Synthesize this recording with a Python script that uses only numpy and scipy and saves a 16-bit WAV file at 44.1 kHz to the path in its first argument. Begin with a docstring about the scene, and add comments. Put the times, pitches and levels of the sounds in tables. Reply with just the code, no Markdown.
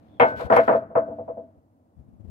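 """In a small hard room, a clay roof tile is lowered onto another, close by.
After a faint squeak it knocks, drags briefly, clatters into its seat and rocks to rest.
Each contact clacks and rings the modes of both tiles; edges tick and grains catch in the slide.
Soft handling thuds, a low room rumble and a faint hiss lie underneath."""
import sys
import numpy as np
from scipy import signal
from scipy.fft import rfft, irfft
from scipy.io import wavfile
from scipy.ndimage import uniform_filter1d, minimum_filter1d

SR = 44100
rng = np.random.default_rng(int(sys.argv[2]) if len(sys.argv) > 2 else 0)


def int16_out(signal):
    """Quantize to a 16-bit WAV file."""
    q = np.round(np.clip(np.atleast_2d(signal).T, -1, 1) * 32767)
    wavfile.write(sys.argv[1], SR, q.astype(np.int16))


N = 101429


def undb(db):
    """Decibels to gain."""
    return 10 ** (np.asarray(db) / 20)


def unit(x):
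    """Scale to rms 1."""
    return x / np.sqrt(np.mean(x ** 2))


def fade(t, t60_s):
    """Exponential decay, 60 dB down at t60_s."""
    return np.exp(-np.log(1000) * t / t60_s)


def curve(points):
    """Gain over time from (s, dB) points."""
    return undb(np.interp(np.arange(N) / SR, *np.array(points).T))


def on_bins(hz, values):
    """Interpolate over log frequency, one value per FFT bin."""
    return np.interp(np.log(np.fft.rfftfreq(N, 1 / SR) + 1e-9), np.log(hz), values)


def colour(x, points):
    """Minimum-phase filter from (Hz, dB) points; white noise keeps its power."""
    magnitude = unit(undb(on_bins(*np.array(points).T)))
    cepstrum = irfft(np.log(magnitude), N)
    cepstrum[1:N // 2] *= 2
    cepstrum[N // 2:] = 0
    return irfft(rfft(x) * np.exp(rfft(cepstrum)), N)


def pan(left_db):
    """Stereo gains, left over right by left_db."""
    return undb(np.array([[left_db], [-left_db]]) / 2)


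def diffuse(right_lag_s=0.00035, spread_hz=1100):
    """Stereo noise: alike but delayed in the bass, unrelated in the treble."""
    hz = np.fft.rfftfreq(N, 1 / SR)
    left, other = rfft(rng.standard_normal((2, N)))
    coherence = 1 / (1 + (hz / spread_hz) ** 2)
    right = coherence * left + np.sqrt(1 - coherence ** 2) * other
    delay = np.exp(-2j * np.pi * hz * right_lag_s)
    return irfft(np.array([left, right * delay]), N)


def add(out, start_s, sound):
    """Mix sound into out at start_s."""
    i = int(start_s * SR)
    n = min(sound.shape[-1], N - i)
    out[:, i:i + n] += sound[..., :n]


def knocks():
    """Each contact clacks and rings both tiles, with its own brightness and ring decay rate."""
    # Each row: start in s, clack, upper ring and lower ring in dB, cutoff in Hz, damping in dB/s.
    contacts = [(.198, -17, -13, -39.5, 2730, 21), (.206, -25.5, -27, -40, 1350, 116),
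                (.217, -18, -13, -19.5, 1200, 57), (.317, -35, -43, -41, 800, 148),
                (.396, -32, -42.5, -32.5, 1200, 61.5), (.457, -41.5, -36, -45, 900, 150.5),
                (.500, -17, -26, -17.5, 1400, 59), (.523, -18.5, -16, -15, 1840, 280.5),
                (.563, -18.5, -12, -24, 2120, 170), (.590, -32.5, -31, -9, 900, 271),
                (.678, -17, -23.5, -14.5, 1585, 140), (.698, -21.5, -29, -11, 900, 257.5),
                (.725, -24, -28.5, -24.5, 1400, 161.5), (.748, -47.5, -46.5, -11.5, 850, 235),
                (.821, -50, -57.5, -31, 1500, 389), (.901, -46, -55, -40, 1100, 71),
                (.953, -20, -29.5, -15.5, 1250, 32), (1.075, -35.5, -40.5, -34, 650, 32),
                (1.103, -43, -64, -31.5, 900, 60.5), (1.182, -36.5, -35, -30, 763, 80),
                (1.278, -35, -41, -30, 846, 39), (1.368, -41, -41.5, -31, 740, 40),
                (1.550, -59.5, -81.5, -61.5, 600, 81.5)]
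    # Tile modes. Each row: frequency in Hz, level in dB, T60 in s.
    upper_modes = [(247.7, -20.5, 0.41), (486.1, 2, 0.18), (539, -15, .28), (612, -9.5, 0.44),
                   (743.5, 1.5, 0.12), (799.3, 1, .17), (859, -7.5, .15), (888, -3, 0.25), (974.5, -6, 0.2),
                   (1014, -1, 0.1), (1194, -6, .19), (1394, -7.5, .16), (1512, -8, 0.85), (1587, -7, .15),
                   (1848, -13, .15), (2188, -4, 0.2), (3180, -5.5, 0.072)]
    lower_modes = [(226.6, -14, 0.53), (292.7, -18, 0.8), (410.2, -17, 0.26), (474.2, -3.5, 0.11),
                   (507.2, -4, 0.23), (562, -4, 0.2), (637.5, -5, 0.48), (661.5, 6.5, 0.28),
                   (808, -16, 0.079), (861, -12.5, 0.19), (1105, -18.5, 0.12), (1300, -20.5, 0.18),
                   (1450, -20.5, 0.19), (1523, -21.5, 0.44)]
    upper = tile_ring(upper_modes, swell_s=0.0056, right_lag_s=0.0003)
    lower = tile_ring(lower_modes, swell_s=0.0073, right_lag_s=0.000066)
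    corners = [clack() for _ in range(4)]
    out, t = np.zeros((2, N)), np.arange(SR) / SR
    for k, (start_s, clack_db, upper_db, lower_db, cutoff_hz, damping_db_per_s) in enumerate(contacts):
        ring = undb(upper_db) * upper + undb(lower_db) * lower
        knock = undb(clack_db) * corners[k % 4] + ring * undb(-damping_db_per_s * t)
        lowpass = signal.butter(4, cutoff_hz, fs=SR)
        add(out, start_s, signal.lfilter(*lowpass, knock))
    return out * pan(left_db=2.5)


def tile_ring(modes, swell_s, right_lag_s):
    """One second of a tile's modes, each starting at its own phase, building up in the room and decaying."""
    t = np.maximum(np.arange(SR) / SR - np.array([[0], [right_lag_s]]), 0)
    ring = sum(undb(db) * fade(t, t60_s) * np.sin(2 * np.pi * hz * t + k ** 2)
               for k, (hz, db, t60_s) in enumerate(modes))
    return (1 - np.exp(-t / swell_s)) * ring


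def clack(crack_s=0.009, crack_db=-5, hold_s=0.028):
    """Dense part of a knock: a crack, a cluster of near reflections, then the room tail."""
    # Each row: frequency in Hz, relative density in dB.
    clack_spectrum = [(30, -39.5), (55, -35), (100, -12.5), (170, -10.5), (250, -5), (360, -9), (500, 6.5),
                      (850, 0), (1400, -3.5), (2300, -9), (3300, -14), (4600, -22), (8000, -26.5),
                      (15000, -36)]
    # Each row: band centre in Hz, level re the reflections in dB, T60 in s.
    room_bands = [(102.44, -3, 1.0), (260, -6.5, .7), (580, -10, 0.31), (1500, -12.5, 0.52),
                  (3466, -15, .36), (10000, -15, .35)]
    t = np.arange(N) / SR
    crack = undb(crack_db) * np.exp(-t / crack_s)
    reflections = fade(np.maximum(t - hold_s, 0), t60_s=0.13)
    early = diffuse() * (crack + reflections)
    noise_bins = rfft(diffuse())
    centres_hz = np.array(room_bands)[:, 0]
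    tail = sum(irfft(noise_bins * on_bins(centres_hz, band), N) * undb(db) * fade(t, t60_s)
               for band, (_, db, t60_s) in zip(np.eye(len(room_bands)), room_bands))
    return colour(early + tail, clack_spectrum)[:, :SR]


def edge_ticks():
    """Sharp edges meet in short, bright noise bursts."""
    # Each row: start in s, level in dB.
    ticks = [(.198, -55.5), (.501, -58), (.527, -77), (.551, -62.5), (.564, -42)]
    # Each row: frequency in Hz, relative density in dB.
    tick_spectrum = [(500, -25.5), (2500, 7.5), (5000, 6), (8500, -5), (10500, 1.5), (15000, -3.5)]
    out, t = np.zeros((2, N)), np.arange(SR // 2) / SR
    for start_s, db in ticks:
        add(out, start_s, undb(db) * fade(t, t60_s=0.06) * rng.standard_normal((2, len(t))))
    return colour(out, tick_spectrum)


def scrape(grains_per_s=2000, scatter_db=2):
    """Grains catch at random as the tile slides, each a brief burst of noise."""
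    # Sliding effort. Each row: time in s, level in dB.
    effort = [(.2, -75), (.23, -54.5), (.29, -51), (.35, -64), (.375, -48.5), (.41, -44.5), (.44, -51.5),
              (.465, -53.5), (.49, -70), (.53, -42.5), (.63, -50), (.655, -54), (.74, -55.5), (.77, -57.5),
              (.84, -84), (.95, -100)]
    # Each row: frequency in Hz, relative density in dB.
    scrape_spectrum = [(150, -4.5), (600, 6), (1400, -3.5), (2400, -6), (4200, -13.5), (6500, -24.5),
                       (10000, -26.5), (15000, -27.5)]
    grains = (rng.random(N) < grains_per_s / SR) * undb(scatter_db * rng.standard_normal(N))
    decay = fade(np.arange(SR // 2) / SR, t60_s=0.014)
    power = np.abs(signal.fftconvolve(grains ** 2, decay ** 2)[:N])
    friction = unit(np.sqrt(power)) * curve(effort) * rng.standard_normal((2, N))
    return colour(friction, scrape_spectrum)


def squeak(waver_hz=90):
    """Faint, unsteady whistle that sags before the first knock."""
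    # Each row: time in s, pitch in Hz, level in dB.
    glide = [(.06, 3500, -100), (.1, 3500, -71), (0.159, 3450, -68), (0.192, 3274, -73.5),
             (0.209, 3330, -120)]
    times_s, hz, db = np.array(glide).T
    pitch_hz = np.interp(np.arange(N) / SR, times_s, hz)
    phase = 2 * np.pi * np.cumsum(pitch_hz) / SR
    lowpass = signal.butter(2, waver_hz, fs=SR)
    waver = unit(signal.lfilter(*lowpass, rng.standard_normal((2, N))))
    return curve(list(zip(times_s, db))) * waver * np.sin(phase)


def handling(rise_s=0.014, roughness=0.63):
    """Dull thuds and a low rustle of handling, mostly on the left."""
    # Each row: start in s, level in dB, pitch in Hz, left over right in dB.
    thuds = [(.362, -42, 72.4, 9.5), (.440, -36, 72.7, 17.5), (.575, -44, 86, 3), (.675, -50.5, 46.2, 0),
             (1.565, -52.5, 80, 6.5), (1.962, -54, 85, 16), (1.985, -44.5, 69, 7.5),
             (2.075, -49, 100, 11.5), (2.130, -55, 75.3, 19), (2.192, -49, 105, 20.5),
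             (2.238, -45, 84.3, 19), (2.272, -42.5, 82.6, 17.5)]
    # Each row: time in s, level in dB.
    rustle_levels = [(0, -62.5), (.2, -62.5), (1.5, -71.5), (1.9, -80.5), (1.98, -56.5), (2.17, -58.5),
                     (2.3, -53)]
    # Each row: frequency in Hz, relative density in dB.
    rustle_spectrum = [(25, -16.5), (70, 5), (200, 4.5), (320, -8.5), (700, -24), (1500, -39.5),
                       (4000, -51), (15000, -56.5)]
    out, t = np.zeros((2, N)), np.arange(SR // 4) / SR
    swell = (t / rise_s * np.exp(1 - t / rise_s)) ** 2
    rustle = unit(colour(rng.standard_normal((2, N)), rustle_spectrum))
    for k, (start_s, db, hz, left_db) in enumerate(thuds):
        rough = np.roll(rustle, k * len(t) // 2, axis=1)[:, :len(t)]
        thud = swell * (np.sin(2 * np.pi * hz * t) + roughness * rough)
        add(out, start_s, undb(db) * pan(left_db) * thud)
    return out + rustle * curve(rustle_levels) * pan(left_db=7.5)


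def room_rumble():
    """Low diffuse noise that swells and ebbs."""
    # Each row: time in s, level in dB.
    rumble_levels = [(0, -54), (.18, -54), (.3, -46), (.87, -59), (1.08, -47.5), (1.4, -52.5), (1.65, -62),
                     (1.88, -62), (2.3, -59)]
    # Each row: frequency in Hz, relative density in dB.
    rumble_spectrum = [(20, -37.5), (45, -34), (70, -10), (98, 0), (150, -13), (230, -5), (300, -3.5),
                       (380, -17), (650, -12), (1000, -23.5), (2500, -46.5), (6000, -60.5), (15000, -63)]
    return curve(rumble_levels) * unit(colour(diffuse(), rumble_spectrum))


def scene(hiss_db=-87):
    """Tiles and handling over room rumble and hiss."""
    rumble = room_rumble()
    tiles = knocks() + (edge_ticks() + scrape()) * pan(left_db=14.5) + squeak()
    return tiles + handling() + rumble + undb(hiss_db) * rng.standard_normal((2, N))


def record(dry, cutoff_hz=15600, ceiling=0.95, window_s=0.0068):
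    """Steep low-pass, then a fast peak limiter."""
    x = signal.sosfilt(signal.ellip(10, .1, 80, cutoff_hz, fs=SR, output="sos"), dry)
    width = int(window_s * SR)
    gain = 1 / np.maximum(np.abs(x).max(axis=0) / ceiling, 1)
    return x * uniform_filter1d(minimum_filter1d(gain, width), width)


dry = scene()
out = record(dry)
int16_out(out)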